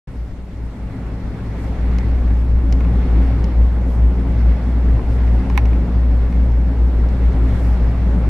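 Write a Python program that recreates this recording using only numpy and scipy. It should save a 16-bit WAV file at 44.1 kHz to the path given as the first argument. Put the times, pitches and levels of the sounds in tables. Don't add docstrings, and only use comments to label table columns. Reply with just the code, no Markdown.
import sys
import numpy as np
from scipy import signal
from scipy.io import wavfile

SR = 44100
rng = np.random.default_rng(int(sys.argv[2]) if len(sys.argv) > 2 else 0)


def unload_wav(signal):
    wavfile.write(
        sys.argv[1],
        SR,
        np.round(np.clip(np.atleast_2d(signal).T, -1, 1) * 32767).astype(np.int16),
    )


N = 365588

# t/s, f/Hz, level/dB
DRIVE_TONE = [(0.07, 59.37, -29.0), (0.7, 59.32, -30.4), (1.3, 59.31, -31.2), (1.72, 60.0, -25.0),
              (1.85, 59.46, -16.5), (2.5, 59.4, -13.5), (3.4, 59.22, -13.6), (5.0, 59.43, -14.2),
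              (6.5, 59.4, -13.7), (8.29, 59.51, -15.2)]
# f/Hz, level/dB
TAUT_ROPE_MODES = [(50.73, -40.4), (52.57, -31.8), (54.69, -29.4), (56.99, -26.3), (61.94, -30.4),
                   (64.02, -38.5)]
# f/Hz, width/Hz, level/dB
SHELL_MODES = [(109.5, 16.1, 1.5), (119.5, 7.7, -6), (157.4, 20.4, -7), (179.1, 18, -4),
               (196.8, 17.8, -7.5), (238, 23, -9), (268.2, 19, -7.5)]
# t/s, shaking level/dB, air level/dB
RIDE_LEVELS = [(0.07, -32.5, -52.9), (0.45, -35.5, -55.0), (1.0, -29, -49), (1.5, -27.5, -47),
               (2.0, -24.5, -43.5), (2.55, -26.95, -48.9), (2.9, -23.45, -44.5), (3.2, -22.5, -42.5),
               (3.6, -25.5, -46.6), (4.1, -24.5, -48), (4.4, -24.5, -43.5), (4.8, -24.5, -46),
               (5.4, -24, -44), (6.0, -24.5, -46), (6.6, -25.75, -48), (7.55, -23, -43.0),
               (8.0, -24.65, -44), (8.29, -22, -45.0)]
# t/s, level/dB
BUFFET_LEVELS = [(0.07, -38.5), (1.6, -36.5), (2.15, -27.5), (2.35, -32.8), (2.62, -27.5), (2.9, -32),
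                 (3.6, -33), (3.8, -35.5), (4.35, -33.2), (4.6, -46), (4.9, -31), (5.6, -34), (6.0, -34.5),
                 (6.85, -36.5), (7.15, -30), (8.29, -32.5)]
# f/Hz, level/dB
BUFFET_SPECTRUM = [(12, -8.5), (18, -2), (24, -1), (32, -9), (42, -1.5), (60, -10), (85, -10), (130, -33)]
ROLL_SPECTRUM = [(80, 1.5), (140, 2.5), (250, 4), (330, 1), (430, -0.5), (530, -2), (640, -6.5),
                 (800, -6.5), (1050, -13), (1400, -17), (2200, -32), (4000, -52.5)]
AIR_SPECTRUM = [(700, -19), (1200, -0.5), (1700, -2), (2250, 2), (2700, -13.5), (3200, -10), (4000, -13.5),
                (5000, -16.5), (6000, -30.5), (7200, -23.5), (10000, -29.5), (15500, -40.5)]
RUSTLE_SPECTRUM = [(4000, 2), (8000, 0), (11000, -5), (15500, -6)]
HISS_SPECTRUM = [(1500, 0.5), (3500, -1.5), (6000, -3), (8000, -7), (11500, -13), (15500, -17)]
# f/Hz, left-right correlation
NOISE_CORRELATION = [(60, 0.96), (150, 1), (300, .97), (550, 0.93), (1000, 0.78), (2000, 0.4), (4000, 0),
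                     (8000, 0), (14000, 0.27)]
# f/Hz, left minus right/dB
NOISE_PAN = [(60, 3.5), (300, -0.5), (700, 0.5), (1300, 0), (2100, -2), (3300, 2), (5000, 0), (12000, -.5)]
# t/s, click level/dB, click cutoff/Hz, thud level/dB, left minus right/dB
PANEL_KNOCKS = [(1.9862, -22, 3000, -38, 0), (2.187, -26, 3000, -40, 0), (2.306, -25, 3000, -40, 0),
                (2.8061, -21.5, 4980, -25, 6), (2.8486, -26, 5010, -35, 6), (4.993, -28, 2000, -12.5, 4),
                (5.277, -22, 3000, -38, 0), (5.4995, -22, 4000, -8, 1), (5.5556, -21, 2996, -35, 2),
                (5.5763, -1.5, 6000, -18, -8.5), (5.655, -20, 4000, -24, -6), (5.7310, -20.5, 3000, -35, 1),
                (6.3256, -23, 4000, -29, -1)]
# f/Hz, level/dB, t60/s
PANEL_MODES = [(833, -16.5, 0.03), (1070, -11.5, 0.02), (1690, -9.5, 0.0068), (1870, -11, 0.014),
               (2160, -14, 0.02), (2436, -10.5, 0.011), (2860, -19.5, 0.013), (3640, -17.5, 0.0059),
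               (4580, -25.5, 0.009), (5820, -23.5, 0.0099), (8050, -28, .007), (9400, -28.5, 0.0091),
               (11050, -26, 0.0091), (12400, -24, .006)]
# t/s, level/dB
FITTING_TICKS = [(1.9852, -32.5), (2.7251, -28.5), (2.7277, -39), (3.442, -33), (5.4995, -39), (5.657, -40),
                 (6.519, -47), (7.088, -43), (7.332, -45)]
# f/Hz, level/dB, t60/s
FITTING_MODES = [(2080, 0.5, 0.0095), (2960, -4.5, 0.0095), (4080, -4, 0.01), (4900, -8.5, 0.005),
                 (5820, -14, 0.0041), (7260, -15.5, 0.0043), (9800, -18, .006), (12600, -24, .005)]
# peak t/s, length/s, level/dB
RUSTLE_SWELLS = [(1.64, 0.12, -58.5), (3.92, 0.11, -59), (5.14, .07, -58), (7.627, 0.18, -56)]

TIME_S = np.arange(N) / SR


def from_db(db):
    return 10 ** (np.asarray(db) / 20)


def unit_rms(x):
    return x / np.sqrt(np.mean(x ** 2) + 1e-20)


def in_time(rows):
    times_s, *columns = np.transpose(rows)
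    return [np.interp(TIME_S, times_s, column) for column in columns]


def at_hz(rows, hz):
    freqs_hz, values = np.transpose(rows)
    return np.interp(np.log(hz), np.log(freqs_hz), values)


def pan(lean_db):
    return from_db(np.array([[.5], [-.5]]) * lean_db)


def drift(rate_hz):
    hop, settle = 40, 2000
    pole = np.exp(-2 * np.pi * rate_hz * hop / SR)
    white = rng.standard_normal(N // hop + settle + 2)
    slow = signal.lfilter([1], [1, -2 * pole, pole * pole], white)[settle:]
    return np.interp(np.arange(N) / hop, np.arange(len(slow)), unit_rms(slow))


def band(x, low_hz, high_hz):
    sos = signal.butter(2, [low_hz, min(high_hz, .48 * SR)], "band", fs=SR, output="sos")
    return signal.sosfilt(sos, x)


def stereo_noise(spectrum, flicker_db):
    edges_hz = 11 * 2 ** (np.arange(33) / 3)
    noise, white = np.zeros((2, N)), rng.standard_normal((2, 2, N))
    for k, (low_hz, high_hz) in enumerate(zip(edges_hz, edges_hz[1:])):
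        hz = np.sqrt(low_hz * high_hz)
        if spectrum[0][0] <= hz <= spectrum[-1][0]:
            mid, side = band(white[k % 2], low_hz, high_hz)
            correlation = np.clip(at_hz(NOISE_CORRELATION, hz), -1, .998)
            pair = np.sqrt(1 + correlation) * mid + np.sqrt(1 - correlation) * side * [[1], [-1]]
            level_db = at_hz(spectrum, hz) + flicker_db * drift(rate_hz=12)
            noise += pair * pan(at_hz(NOISE_PAN, hz)) * from_db(level_db)
    return unit_rms(noise)


def struck(force, modes):
    sound = np.zeros_like(force)
    for k, (hz, db, t60_s) in enumerate(modes):
        radius, angle = np.exp(-np.log(1000) / (t60_s * SR)), 2 * np.pi * hz / SR
        feedback = [1, -2 * radius * np.cos(angle), radius ** 2]
        sound += (-1) ** k * from_db(db) * signal.lfilter([0, np.sin(angle)], feedback, force + 1e-18)
    return sound


def with_reflections(x, wet_db, t60_s, cutoff_hz):
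    delay_s = np.arange(SR // 10) / SR
    decay = np.exp(-np.log(1000) * delay_s / t60_s) * (delay_s > .001)
    echoes = rng.standard_normal((2, len(delay_s))) * decay
    echoes = signal.sosfilt(signal.butter(1, cutoff_hz, fs=SR, output="sos"), echoes)
    echoes /= np.sqrt(np.sum(echoes ** 2, axis=1, keepdims=True))
    return x + from_db(wet_db) * signal.fftconvolve(x, echoes, axes=1)[:, :N]


def rope_hum(in_phase_s=4.05, rise_s=2.8, waver_db=.5, octave_db=-16):
    drive_hz, drive_db = in_time(DRIVE_TONE)
    cycles = np.cumsum(drive_hz) / SR
    cycles -= np.interp(in_phase_s, TIME_S, cycles)
    drive = from_db(drive_db + waver_db * drift(rate_hz=11)) * np.cos(2 * np.pi * cycles)
    rope = sum(from_db(db) * np.cos(2 * np.pi * hz * (TIME_S - in_phase_s))
               for hz, db in TAUT_ROPE_MODES)
    rope_db = np.interp(TIME_S, [0, rise_s], [-11.5, 1])
    hum = np.sqrt(2) * (drive + from_db(rope_db) * rope)
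    octave = band(hum ** 2, 90, 140)
    return hum + from_db(octave_db) * octave


def shell_boom(level_db):
    boom = sum(from_db(db) * band(rng.standard_normal(N), hz - width_hz / 2, hz + width_hz / 2)
               for hz, width_hz, db in SHELL_MODES)
    return from_db(level_db) * unit_rms(boom)


def buffeting(gain_db=4.5):
    level_db, = in_time(BUFFET_LEVELS)
    return from_db(level_db + gain_db) * stereo_noise(BUFFET_SPECTRUM, flicker_db=2.5)


def rolling(level_db):
    return from_db(level_db) * stereo_noise(ROLL_SPECTRUM, flicker_db=1.3)


def air_rush(level_db):
    return from_db(level_db) * stereo_noise(AIR_SPECTRUM, flicker_db=1.38)


def panel_knocks(thud_s=0.00062):
    force, age = np.zeros((2, N)), np.arange(SR // 100)
    push = np.sin(np.pi * np.minimum(age / (thud_s * SR), 1)) ** 2
    for onset_s, click_db, cutoff_hz, thud_db, lean_db in PANEL_KNOCKS:
        pole = np.exp(-2 * np.pi * cutoff_hz / SR)
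        click = from_db(click_db) * (1 - pole) * pole ** age
        thud = from_db(thud_db) * push / push.sum()
        start = round(onset_s * SR)
        force[:, start:start + len(age)] += pan(lean_db) * (click + thud)
    return with_reflections(struck(force, PANEL_MODES), wet_db=-10, t60_s=0.05, cutoff_hz=4000)


def fitting_ticks(snap_db=20):
    force = np.zeros((2, N))
    for onset_s, db in FITTING_TICKS:
        force[:, round(onset_s * SR)] += from_db(db)
    snap = from_db(snap_db) * band(force + 1e-18, low_hz=4170, high_hz=6500)
    ringing = struck(force, FITTING_MODES)
    return with_reflections(ringing + snap, wet_db=-3.5, t60_s=0.023, cutoff_hz=7000)


def cloth_rustles():
    swells = sum(from_db(db) * np.exp(-2 * ((TIME_S - peak_s) / length_s) ** 2)
                 for peak_s, length_s, db in RUSTLE_SWELLS)
    return swells * stereo_noise(RUSTLE_SPECTRUM, flicker_db=1.0)


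def hiss(level_db=-60):
    return from_db(level_db) * stereo_noise(HISS_SPECTRUM, flicker_db=2.0)


def scene():
    shake_db, air_db = in_time(RIDE_LEVELS)
    body = (rope_hum() + shell_boom(shake_db - 0.5)) * pan(lean_db=0.94)
    noise = buffeting() + rolling(shake_db - 6) + air_rush(air_db + 0.5) + hiss()
    return body + noise + panel_knocks() + fitting_ticks() + cloth_rustles()


def record(dry, start_s=.072, fade_s=.003, cutoff_hz=15750):
    fade_in = np.clip((TIME_S - start_s) / fade_s, 0, 1)
    lowpass = signal.ellip(10, .1, 80, cutoff_hz, fs=SR, output="sos")
    return signal.sosfilt(lowpass, np.clip(dry * fade_in, -1, 1))


dry = scene()
out = record(dry)
unload_wav(out)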